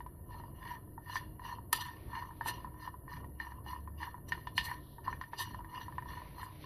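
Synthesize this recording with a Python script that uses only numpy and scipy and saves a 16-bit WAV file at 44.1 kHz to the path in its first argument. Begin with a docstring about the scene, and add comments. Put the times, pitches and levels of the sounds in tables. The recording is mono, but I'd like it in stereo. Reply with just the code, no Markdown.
"""Walnuts tumble and rub in a non-stick pan as a steel spoon stirs them, close to a phone in a small kitchen.
Modal synthesis: random small contacts excite the pan's damped modes, louder during each stroke.
The spoon knocks the pan with a tick of its own steel and now and then scrapes it; single nuts drop back.
Filtered noise makes the grate bumps, swishes, rumble and thin high hiss; sines make a faint hum and drone.
"""
import sys
import numpy as np
from scipy import signal
from scipy.fft import rfft, irfft, next_fast_len
from scipy.io import wavfile
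from scipy.ndimage import uniform_filter1d, map_coordinates

SR = 44100
rng = np.random.default_rng(int(sys.argv[2]) if len(sys.argv) > 2 else 0)


def transcribe(signal):
    """Save signal, clipped to [-1, 1], as a 16-bit WAV file at the path in sys.argv[1]."""
    frames = np.atleast_2d(signal).T
    limited = np.clip(frames, -1, 1)
    pcm = np.round(limited * 32767).astype(np.int16)
    wavfile.write(sys.argv[1], SR, pcm)


N = 293641  # length in samples

# Modes of the pan loaded with nuts. Each row: frequency in Hz, relative level in dB,
# undamped-by-spoon t60 in s, phase lead of the right side in radians.
PAN_MODES = [(980.3, 8.5, 0.048, -0.54), (1059, -6.5, 0.063, -0.8), (1814.6, 2.5, 0.057, 1.48),
             (2864, 3, 0.032, -2), (3014, -17, 0.08, -1), (3440, -13.5, 0.067, -2.5),
             (3710, -24, 0.089, -0.5), (4247, -3.5, 0.036, -1.88), (4390, -27.5, 0.079, 0.5),
             (4820, -10.5, 0.045, 1.5), (5808, -12, 0.04, -1.5), (6195, -20, 0.063, 4.5)]
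# Modes of the steel spoon. Each row: frequency in Hz, relative level in dB, t60 in s,
# phase lead of the right side in radians.
SPOON_MODES = [(7350, -9, .025, 1), (7640, -3, .025, 0), (8650, -9, .025, -1), (9585, -1, .045, .4),
               (10600, -3, .028, -1.2), (11280, -4, .02, 2), (11920, 0, .04, .5), (12350, -2, .025, -1),
               (12750, -2, .025, -2), (13100, -6, .022, 1), (14000, -8, .02, 1.4)]
# Broad crack of a contact on the pan. Each row: frequency in Hz, relative density in dB per Hz.
CRACK_SPECTRUM = [(60, -47), (400, -16), (600, -21.5), (780, -8.5), (950, 28), (1300, 17.5), (2200, 7),
                  (2500, 14), (3100, 15), (4500, 9), (5000, 7.5), (5400, -3.5), (6300, -1.5), (7200, -53),
                  (12000, -49)]
# Broad click of the spoon's steel. Each row: frequency in Hz, relative density in dB per Hz.
TICK_SPECTRUM = [(3000, -58), (6000, -13), (8500, -10.5), (10000, 3), (11500, -1), (14000, -11),
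                 (15500, -13)]
LEAD_SCATTER = 0.76  # radians by which the contact spot shifts a mode between the sides
LEAN_SCATTER_DB = 3.5  # the contact spot also beams each mode more to one side
PAN_LOW_HZ, BLOW_LOW_HZ = 842, 740  # tumbling and blows radiate little below these

# Low rumble of the kitchen. Each row: frequency in Hz, relative density in dB per Hz.
RUMBLE_SPECTRUM = [(15, -7.5), (25, -34), (45, -0.5), (70, 1), (115, -2), (170, -6.5), (240, -12.5),
                   (325, -10.5), (450, -18), (700, -20.5), (1000, -38), (1500, -36), (2200, -70),
                   (3500, -121)]
# High hiss, also the colour of the crumbs. Each row: frequency in Hz, relative density in dB per Hz.
HISS_SPECTRUM = [(8600, -44.5), (9600, -6.5), (10700, -0.5), (11800, 1), (13000, -3), (14200, -8),
                 (15000, -21), (16000, -56.5)]
# Hum partials. Each row: mean frequency in Hz, middle level in dB rms.
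HUM_PARTIALS = [(52, -65.5), (101, -61), (138, -64.5), (312, -70.5)]
# Path of the drone. Each row: time in seconds, frequency in Hz, level in dB rms.
DRONE_PATH = [(2.6, 67, -75), (2.95, 66.8, -56.5), (3.3, 67.6, -54), (3.7, 69.35, -50.5),
              (3.98, 74.6, -46.5), (4.2, 75, -73)]
RUMBLE_DB, RUMBLE_WAVER_DB, HUM_WAVER_DB, HISS_DB = -52, 1.98, 4.5, -64.5
# Likeness of the two sides in diffuse noise. Each row: frequency in Hz, correlation from 0 to 1.
SIDE_LIKENESS = [(60, 0.94), (130, 0.99), (260, 0.74), (500, 0.45), (1000, 0.33), (2000, 0.2), (10000, 0)]

# Strokes of the spoon through the nuts. Each row: start in seconds, push in s, release in s,
# tumbling level in dB, rubbing level in dB.
STROKES = [(0.274, 0.064, 0.18, -56.5, -64), (0.551, 0.16, 0.071, -48.5, -55),
           (1.027, 0.13, 0.085, -51, -50.5), (1.41, 0.064, 0.11, -47.5, -52.5),
           (1.721, 0.049, 0.2, -48.5, -47.5), (2.074, 0.091, 0.14, -43.5, -55.5),
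           (2.388, 0.088, 0.19, -55, -53), (2.761, 0.11, 0.025, -48.5, -56.5),
           (3.069, 0.067, 0.1, -51, -58), (3.382, 0.026, 0.17, -52, -60), (3.649, 0.045, 0.11, -49.5, -51),
           (3.973, 0.052, 0.11, -46.5, -53.5), (4.265, 0.058, 0.22, -61.5, -59.5),
           (4.572, 0.12, 0.093, -48, -49), (5.027, 0.027, 0.24, -55.5, -60),
           (5.339, 0.086, 0.2, -50.5, -56.5), (5.67, 0.096, 0.16, -47.5, -54.5),
           (6.031, 0.085, 0.15, -51.5, -56.5), (6.331, 0.08, 0.083, -48.5, -53.5)]
STROKE_DEPTH_DB, PUSH_SHAPE, RELEASE_SHAPE = 25, 2.05, 1.94  # drop at both ends; powers of rise and fall
TUMBLE_LAG_S, TUMBLE_LINGER = 0.006, 1.33  # the nuts follow the spoon late and settle more slowly
ROLL_DB, ROLL_SHARE = -1, 0.57  # rolling lies between tumbling and rubbing; share of rubbing in its level
REST_TUMBLE_DB, REST_RUB_DB = -68.5, -84.5  # nuts settling between strokes
RUB_CLUMP_DB, RUB_CLUMP_RATE = 2.5, 70  # rubbing catches and slips in clumps: spread, knots per second

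# Single nuts dropping on the pan floor. Each row: time in seconds, first mode in Hz,
# first mode level in dB, second mode over the first in dB.
DROPS = [(0.0035, 950, -42, -5.5), (0.0619, 1000, -43.5, -12), (0.3418, 907, -48, -16),
         (0.3982, 964, -45, -28), (0.4363, 947, -46.5, -32), (0.6515, 990, -47, -1), (0.716, 990, -49, -26),
         (0.748, 970, -50, -10), (0.9776, 945, -41, -43), (1.132, 1030, -39.5, -29), (1.394, 1003, -46, -9),
         (1.4172, 960, -46, -21), (1.45, 1020, -43.5, -24), (1.4925, 1026, -43, -19),
         (1.5243, 972, -40.5, -32), (1.584, 960, -44.5, -30), (1.785, 946, -40, -23), (1.8846, 960, -49, 0),
         (2.1794, 983, -56, -14), (2.2226, 1000, -38, -11), (2.308, 973, -45.5, -26),
         (2.509, 975, -37.5, -14), (2.6445, 1014, -38, -22), (2.671, 960, -46.5, -18),
         (2.7416, 995, -49.5, -29), (2.875, 970, -36, -24.5), (2.94, 996, -45, -17.5),
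         (3.1672, 994, -46.5, -2), (3.2429, 980, -45.5, -11), (3.4474, 944, -47, -5),
         (3.4673, 983, -42, -9), (3.5188, 985, -46, -5.5), (3.7605, 978, -43, -31),
         (3.8741, 1023, -43.5, -14), (4.0751, 953, -43.5, -18.5), (4.142, 991, -40.5, -34),
         (4.179, 960, -49.5, -28), (4.349, 947, -46, -9.5), (4.3756, 1020, -46, -20),
         (4.6857, 936, -45.5, 3), (4.9819, 953, -46, -42), (5.0616, 1025, -44, -23),
         (5.3895, 928, -38.5, -16), (5.4885, 980, -53, -6), (5.5894, 956, -43.5, -21),
         (5.605, 968, -44.5, -16), (5.769, 990, -45, -15), (5.8106, 980, -43.5, -11),
         (5.881, 1000, -42, -22), (5.923, 978, -47, -7.5), (6.022, 977, -46, -8), (6.0567, 980, -44.5, -25),
         (6.1031, 1010, -49.5, 2), (6.1329, 1050, -46.5, -3), (6.172, 1004, -49.5, -0.5),
         (6.217, 995, -50, -21), (6.259, 1005, -52.5, -12), (6.381, 970, -45, -19), (6.4057, 980, -53, -15),
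         (6.4624, 1020, -46.5, -11), (6.64, 1034, -48.5, -10)]
DROP_HARDNESS_DB, DROP_LEAN_DB, DROP_DAMPING = -11, 12.5, 1  # soft nut: upper modes against the second
DROP_SECOND_HZ, DROP_SPREAD_HZ = 1860, 51  # the landing spot moves the second mode

# Spoon knocking the pan. Each row: time in seconds, first mode in Hz, second mode in Hz,
# first mode level in dB, second mode over the first in dB,
# hardness (upper modes over the first) in dB, left minus right in dB.
KNOCKS = [(0.6273, 1020, 1770, -50, 0, -7, 4), (0.6765, 1020, 1800, -45, -4, -7, 20),
          (1.096, 985, 1800, -41.5, -11, -19, -10), (1.1553, 1030, 1810, -30.5, -5.5, -11, -7),
          (1.1643, 954, 1840, -46, 14, -17, -11), (1.728, 1000, 1746, -35, 6, 9, -4),
          (1.729, 1273, 1700, -33, -8, -23, 4), (1.853, 990, 1790, -48, -5, -5, 17),
          (2.1311, 988, 1810, -37.5, -18, -35, 8), (2.1515, 1038, 1790, -38.5, 0.5, -10, 10.5),
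          (2.409, 948, 1760, -33, -9, -21.5, 8), (2.4584, 930, 1790, -32.5, -30, -12.5, -4),
          (3.078, 1020, 1840, -46, -6, -28.5, 4), (3.1345, 1030, 1805, -52.5, 9.5, -9, -2),
          (3.3992, 1006, 1820, -46.5, 12.5, -5, 3.5), (3.6617, 860, 1770, -43.5, -18, -17, -2),
          (3.7311, 1004, 1830, -39, -11.5, -38, 14), (4.0165, 970, 1860, -48, -5, -7, -8),
          (4.029, 1097, 1750, -35.5, -2.5, -12, 12), (4.32, 1010, 1816, -35, 7, -1, 1),
          (4.4702, 993, 1760, -36, -12, -10.5, -2), (4.5784, 1005, 1890, -25, -4.5, 1.5, 0),
          (4.61, 953, 1930, -49, 6.5, 4.5, 13), (4.7132, 1004, 1825, -34, -5.5, -28, -16),
          (5.073, 1060, 1830, -38.5, -9, -28, 6), (5.0783, 1030, 1900, -29, -18, -22.5, 3),
          (5.1267, 983, 1840, -38.5, -2, -21, -3), (5.2115, 1014, 1840, -37, -5.5, -12.5, -1),
          (5.237, 1030, 1800, -49.5, 3.5, -8, 5), (5.3318, 954, 1770, -36.5, -12, -28, 3.5),
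          (5.5445, 1000, 1790, -39.5, -9, -17, -1), (5.6446, 1000, 1680, -49.5, -2.5, -13, -5),
          (5.7468, 954, 1780, -52, 3, -5, 3), (5.9809, 1015, 1810, -33, -9, -20.5, 9),
          (6.429, 985, 1800, -40.5, -4, -30, -10)]
SPOON_DAMPING = 0.82  # the pressing spoon shortens the pan's ring by this factor
STEEL_DB = -21  # steel tick against the upper modes
EDGE_HARDNESS_DB, EDGE_SLOPE = 2.5, 3.92  # above this the bare edge hits; tick growth in dB per dB

# Spoon edge sliding on the coating. Each row: middle in seconds, half length in s,
# lower pan modes in dB, higher pan modes in dB, steel in dB.
SCRAPES = [(1.16, 0.015, -53, -48, -56.5), (1.732, 0.0029, -25, -29, -28.5),
           (1.761, 0.014, -46.5, -48, -46), (1.816, 0.0082, -38, -39, -47.5),
           (1.865, 0.0072, -43.5, -63, -62), (2.483, 0.013, -33.5, -41, -42.5),
           (2.499, 0.012, -52, -43.5, -61), (2.831, 0.018, -56.5, -60, -75),
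           (3.133, 0.0067, -63, -53, -80.5), (4.292, 0.0059, -50.5, -54.5, -54.5),
           (4.577, 0.01, -54, -49, -50), (4.602, 0.015, -53.5, -56, -57), (4.656, 0.012, -45, -45, -48),
           (5.413, 0.017, -36, -36, -42.5), (6.442, 0.014, -67, -77, -58.5)]
# Low shudder of the pan under the edge. Each row: frequency in Hz, relative density in dB per Hz.
SHUDDER_SPECTRUM = [(150, -37.5), (300, 0.5), (450, -4), (650, -1), (800, -6.5), (1100, -34.5)]
SCRAPE_SPLIT_HZ, SHUDDER_DB = 3500, -18.5  # shudder level against the lower pan modes

# Pan bumping the burner grate. Each row: time in seconds, level in dB.
THUDS = [(1.727, -65), (2.407, -61), (2.457, -54), (2.486, -72), (3.401, -63), (4.319, -78), (4.58, -65),
         (5.331, -56.5)]
# Colour of a bump. Each row: frequency in Hz, relative density in dB per Hz.
THUD_SPECTRUM = [(60, 3.5), (150, 17), (300, 8), (400, 28), (600, -16), (1000, -54.5), (3000, -68)]
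# Brief dips of the low mids. Each row: middle in seconds, half length in s.
DIPS = [(1.848, 0.026), (2.147, 0.0092), (2.828, 0.0064), (3.145, 0.015), (3.708, 0.0072), (5.454, 0.022)]
DIP_DB, DIP_HZ, DIP_WIDTH_HZ = -28.5, 600, 244
# Soft toneless swishes behind the stirring. Each row: middle in seconds, half length in s,
# broad part in dB, airy part in dB.
SWISHES = [(2.02, 0.093, -63.5, -81), (2.392, 0.068, -70, -75), (2.625, 0.039, -68, -86),
           (4.883, 0.094, -86, -69), (5.34, 0.013, -55.5, -76), (5.97, 0.07, -67.5, -75.5),
           (6.25, 0.09, -59, -76), (6.545, 0.047, -63, -70.5), (6.65, 0.031, -56.5, -60.5)]
# Broad part of a swish. Each row: frequency in Hz, relative density in dB per Hz.
BROAD_SPECTRUM = [(300, 0), (600, 9.5), (1200, -5), (2200, 2.5), (3200, -3.5), (4600, -6), (5300, -17),
                  (6100, -11.5), (6800, -54)]
# Airy part of a swish. Each row: frequency in Hz, relative density in dB per Hz.
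AIRY_SPECTRUM = [(2400, -34.5), (2900, -2.5), (3700, 0), (4250, -1), (4900, -13), (6100, -16.5),
                 (6800, -47.5)]

# Decay of the kitchen. Each row: frequency in Hz, t60 in s.
KITCHEN_DECAY = [(200, 0.088), (1000, 0.25), (1800, 0.34), (4000, 0.39), (8000, 0.093), (12000, 0.16)]
# Side balance of nuts and scrapes. Each row: frequency in Hz, left minus right in dB.
SIDE_LEAN = [(1000, -1.0), (1400, 0.5), (1800, 1.5), (2400, -2.5),
             (2900, -3.5), (4300, 2.5), (8000, -2.5), (12500, 8.0)]
TOP_HZ = 15420  # the phone's band limit, 12 dB down


def amp(db):
    """Logarithmic level: decibels to linear gain."""
    return 10 ** (np.asarray(db) / 20)


def unit(x):
    """Power normalization: scale to rms 1."""
    return x / np.sqrt(np.mean(x ** 2) + 1e-20)


def full_scale(x):
    """Short-time power: scale a blow so that its loudest 4 ms have rms 1."""
    power = uniform_filter1d(np.mean(x ** 2, 0), size=SR // 250)
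    return x / np.sqrt(power.max())


def along(points, hz):
    """Logarithmic frequency scale: interpolate (Hz, value) points on it."""
    f, v = np.transpose(points)
    return np.interp(np.log(hz + 1), np.log(f + 1), v)


def curves(rows):
    """Linear interpolation: one value per sample for each column after the time."""
    s, *cols = np.transpose(rows)
    return [np.interp(np.arange(N) / SR, s, c) for c in cols]


def wobble(rate):
    """Slow random modulation: a smooth curve through rate random knots a second."""
    knots = rng.standard_normal(int(N * rate / SR) + 4)
    return map_coordinates(knots, [np.arange(N) * rate / SR])


def swell(s, half):
    """Gaussian envelope: a bell-shaped gain around the time s."""
    return np.exp(-.5 * ((np.arange(N) / SR - s) / half) ** 2)


def add(out, s, sound):
    """Superposition: mix a short sound into out at the time s."""
    part = out[:, max(round(s * SR), 0):][:, :sound.shape[1]]
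    part += sound[:, :part.shape[1]]


def filtered(x, response):
    """Linear filtering: multiply the spectrum of x by a gain that depends on frequency."""
    n = x.shape[-1]
    m = next_fast_len(n + n // 8)
    return irfft(rfft(x, m) * response(np.fft.rfftfreq(m, 1 / SR)), m)[..., :n]


def noise(spectrum, size=N):
    """Diffuse-field coherence: stereo noise of rms 1, alike in the bass, unrelated in the treble."""
    def mid_side_gain(hz):
        turn = np.arccos(np.clip(along(SIDE_LIKENESS, hz), -1, 1)) / 2
        return amp(along(spectrum, hz)) * np.array([np.cos(turn), np.sin(turn)])
    mid, side = filtered(rng.standard_normal((2, size)), mid_side_gain)
    return unit(np.array([mid + side, mid - side]))


def background():
    """Stationary noise and sines: rumble, wavering hum, a drone that swells once, thin high hiss."""
    def tone(hz):
        return np.sqrt(2) * np.sin(2 * np.pi * np.cumsum(hz) / SR)
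    rumble = amp(RUMBLE_DB + RUMBLE_WAVER_DB * wobble(7.2)) * noise(RUMBLE_SPECTRUM)
    hum = sum(amp(db + HUM_WAVER_DB * wobble(6.2)) * tone(hz * (1 + 0.02004 * wobble(6)))
              for hz, db in HUM_PARTIALS)
    drone_hz, drone_db = curves(DRONE_PATH)
    hiss = amp(HISS_DB) * noise(HISS_SPECTRUM) * amp([[1.8], [-1.8]])  # louder on the left
    return rumble + hum + amp(drone_db) * tone(drone_hz) + hiss


def ring(modes, crack, crack_db, crack_t60, scatter_db, detune):
    """Modal excitation: each contact spot drives the damped modes differently, over a short crack."""
    t = np.arange(SR // 16) / SR
    hz, db, t60, lead = np.transpose(modes)[:, :, None]
    size, shift, turn, lean = rng.standard_normal((4, len(modes), 1))
    phase = 2 * np.pi * hz * (1 + detune * shift) * t  # each contact shifts the modes a little
    fade = amp(db + scatter_db * size - 60 * t / t60)
    lead = lead + LEAD_SCATTER * turn
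    lean_db = LEAN_SCATTER_DB * lean
    tones = np.array([(fade * amp(side * lean_db / 2) * np.sin(phase + side * lead / 2)).sum(0)
                      for side in (-1, 1)])
    burst = noise(crack, size=len(t)) * amp(crack_db - 60 * t / crack_t60)
    onset = 1 - np.exp(-t / .0005)
    return (tones + burst) * onset


def registers(x):
    """Band splitting: part the pan's sound into first mode, second mode and upper modes."""
    bands = [(1400, "lowpass"), ((1400, 2400), "bandpass"), (2400, "highpass")]
    return [signal.sosfilt(signal.butter(5, edge, kind, fs=SR, output="sos"), x) for edge, kind in bands]


def grains(rate, spread_db, make_ring, count=24):
    """Random impulse train: tiny contacts, rate a second, at a new spot of the metal every 50 ms."""
    chance, size = rng.random(N), rng.standard_normal(N)
    strength = amp(spread_db * np.minimum(np.abs(size), 2))
    force = (chance < rate / SR) * np.sign(size) * strength
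    spots = [unit(make_ring()) for spot in range(count)]
    out, step = np.zeros((2, N + SR)), SR // 20
    for k, start in enumerate(range(0, N, step)):
        patter = signal.fftconvolve(force[None, start:start + step], spots[k % count], axes=1)
        out[:, start:start + patter.shape[1]] += patter
    return unit(out[:, :N])


def stroke(start, push, release):
    """Amplitude envelope: the gain builds while the spoon pushes and dies as the nuts settle."""
    t = np.arange(N) / SR - start - push
    rise = (np.maximum(-t, 0) / push) ** PUSH_SHAPE
    fall = (np.maximum(t, 0) / release) ** RELEASE_SHAPE
    return amp(-STROKE_DEPTH_DB * np.minimum(rise + fall, 10))


def nuts():
    """Granular friction: nuts tumble softly on the pan floor and rub with finer, brighter grains."""
    tumbling, rubbing = amp(REST_TUMBLE_DB), amp(REST_RUB_DB)
    for start, push, release, tumble_db, rub_db in STROKES:
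        tumbling = tumbling + amp(tumble_db) * stroke(start + TUMBLE_LAG_S, push, release * TUMBLE_LINGER)
        rubbing = rubbing + amp(rub_db) * stroke(start, push, release)
    rolling = amp(ROLL_DB) * tumbling * (rubbing / tumbling) ** ROLL_SHARE

    coarse = grains(240, 4.2, lambda: ring(PAN_MODES, CRACK_SPECTRUM, -2, 0.043, 4.6, detune=0.022), count=40)
    tumble = registers(coarse)[0]
    tumble = filtered(tumble, lambda hz: 1 / np.hypot(1, (PAN_LOW_HZ / (hz + 1)) ** 6))
    fine = grains(1600, 3.0, lambda: ring(PAN_MODES, CRACK_SPECTRUM, -1.3, 0.02, 2.7, detune=0.008), count=40)
    _, roll, rub = registers(fine)
    rub = rub * amp(RUB_CLUMP_DB * wobble(RUB_CLUMP_RATE))
    body = tumbling * unit(tumble) + rolling * unit(roll) + rubbing * unit(rub)

    # fine grit crackles under the spoon
    crumbs = grains(2000, 4.5, lambda: noise(HISS_SPECTRUM, size=SR // 500))
    return body + np.minimum(rubbing, amp(-44)) * amp(-7.5) * crumbs


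def blow(first_hz, second_hz, second_db, hardness_db, lean_db, damping):
    """Impact hardness: the harder the contact, the more one blow wakes the pan's upper modes."""
    modes = np.array(PAN_MODES, float)
    modes[:2, 0] = first_hz, second_hz  # the two lowest rows depend on where the pan is pressed
    # the coating cushions the blow, so the highest modes get less of it
    modes[:, 1] -= 10 * np.log10(1 + (modes[:, 0] / 3400) ** 4)
    modes[:, 2] *= damping
    low_cut = signal.butter(4, BLOW_LOW_HZ, "highpass", fs=SR, output="sos")
    struck = signal.sosfilt(low_cut, ring(modes, CRACK_SPECTRUM, -9.5, 0.12, 2.2, detune=0.011))
    first, second, upper = map(full_scale, registers(struck))
    sides = unit(amp(np.array([[lean_db], [-lean_db]]) / 2))  # higher modes beam to one side
    return first + sides * (amp(second_db) * second + amp(hardness_db) * upper)


def drops():
    """Soft impact: single nuts fall off the heap with a dull tock, each with its own pitch and colour."""
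    out = np.zeros((2, N))
    for s, first_hz, db, second_db in DROPS:
        second_hz = DROP_SECOND_HZ + DROP_SPREAD_HZ * rng.standard_normal()
        hardness_db = second_db + DROP_HARDNESS_DB
        tock = blow(first_hz, second_hz, second_db, hardness_db, DROP_LEAN_DB, DROP_DAMPING)
        add(out, s, amp(db) * tock)
    return out


def knocks():
    """Coupled impact: the spoon rings the pan and its own steel ticks, loudly when the bare edge strikes."""
    out = np.zeros((2, N))
    for s, first_hz, second_hz, db, second_db, hardness_db, lean_db in KNOCKS:
        tick_db = hardness_db + STEEL_DB + EDGE_SLOPE * max(hardness_db - EDGE_HARDNESS_DB, 0)
        steel = full_scale(ring(SPOON_MODES, TICK_SPECTRUM, 19, 0.025, 1.1, detune=0.003))
        pan = blow(first_hz, second_hz, second_db, hardness_db, lean_db, SPOON_DAMPING)
        add(out, s, amp(db) * (pan + amp(tick_db) * steel))
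    return out


def scrapes():
    """Stick-slip: the edge chatters over the coating in brief swells; its angle decides which modes speak."""
    pan = grains(3000, 0.93, lambda: ring(PAN_MODES, CRACK_SPECTRUM, 0.59, 0.018, 3.1, detune=0.0073))
    pan = filtered(pan, lambda hz: hz / np.hypot(hz, 1800))  # tiny sharp slips drive the first mode less
    lower = unit(filtered(pan, lambda hz: hz < SCRAPE_SPLIT_HZ))
    lower = lower + amp(SHUDDER_DB) * noise(SHUDDER_SPECTRUM)
    higher = unit(filtered(pan, lambda hz: hz >= SCRAPE_SPLIT_HZ))
    steel = grains(6300, 1.3, lambda: ring(SPOON_MODES, TICK_SPECTRUM, 16.4, 0.0074, 1, detune=0.003))
    return sum(swell(s, half) * (amp(lower_db) * lower + amp(higher_db) * higher + amp(steel_db) * steel)
               for s, half, lower_db, higher_db, steel_db in SCRAPES)


def thuds():
    """Damped low-frequency impact: firm pushes bump the pan against the burner grate."""
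    out, t = np.zeros((2, N)), np.arange(SR // 10) / SR
    for s, db in THUDS:
        bump = noise(THUD_SPECTRUM, size=len(t)) * amp(-60 * t / 0.26) * (1 - np.exp(-t / 0.0027))
        add(out, s, amp(db) * full_scale(bump))
    return out


def kitchen(x):
    """Reverberation: the hard walls answer with a short diffuse tail, 5 ms late."""
    hz, t, z = signal.stft(rng.standard_normal((2, SR // 2)), SR, nperseg=256)
    decay = amp(-60 * t / along(KITCHEN_DECAY, hz)[:, None])
    tail = signal.istft(z * decay, SR, nperseg=256)[1]
    tail = np.pad(tail / np.linalg.norm(tail[0]), ((0, 0), (SR // 200, 0)))
    return signal.fftconvolve(x, tail, axes=1)[:, :N]


def dipped(x):
    """Band attenuation: the band under the pan's first mode ducks for a moment."""
    band = filtered(x, lambda hz: np.exp(-((hz - DIP_HZ) / DIP_WIDTH_HZ) ** 4))
    gain = amp(DIP_DB * sum(swell(s, half) for s, half in DIPS))
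    return x + band * (gain - 1)


def swishes():
    """Broadband noise: diffuse, slightly ragged swishes come and go without ringing the pan."""
    broad, airy = noise(BROAD_SPECTRUM), noise(AIRY_SPECTRUM)
    swish = sum(swell(s, half) * (amp(broad_db) * broad + amp(airy_db) * airy)
                for s, half, broad_db, airy_db in SWISHES)
    return amp(1.0 * wobble(90)) * swish


def scene():
    """Superposition: pan and spoon in the kitchen; nuts and scrapes lean to a side by frequency."""
    sliding = filtered(nuts() + scrapes(), lambda hz: amp(np.outer([.5, -.5], along(SIDE_LEAN, hz))))
    stirring = sliding + knocks() + drops() + thuds()
    return dipped(stirring + amp(-16.0) * kitchen(stirring) + swishes() + background())


def record(dry):
    """Band limiting: the phone cuts the treble steeply above its limit."""
    return filtered(dry, lambda hz: amp(np.interp(hz, [TOP_HZ - 600, TOP_HZ, TOP_HZ + 900], [0, -12, -90])))


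dry = scene()
out = record(dry)
transcribe(out)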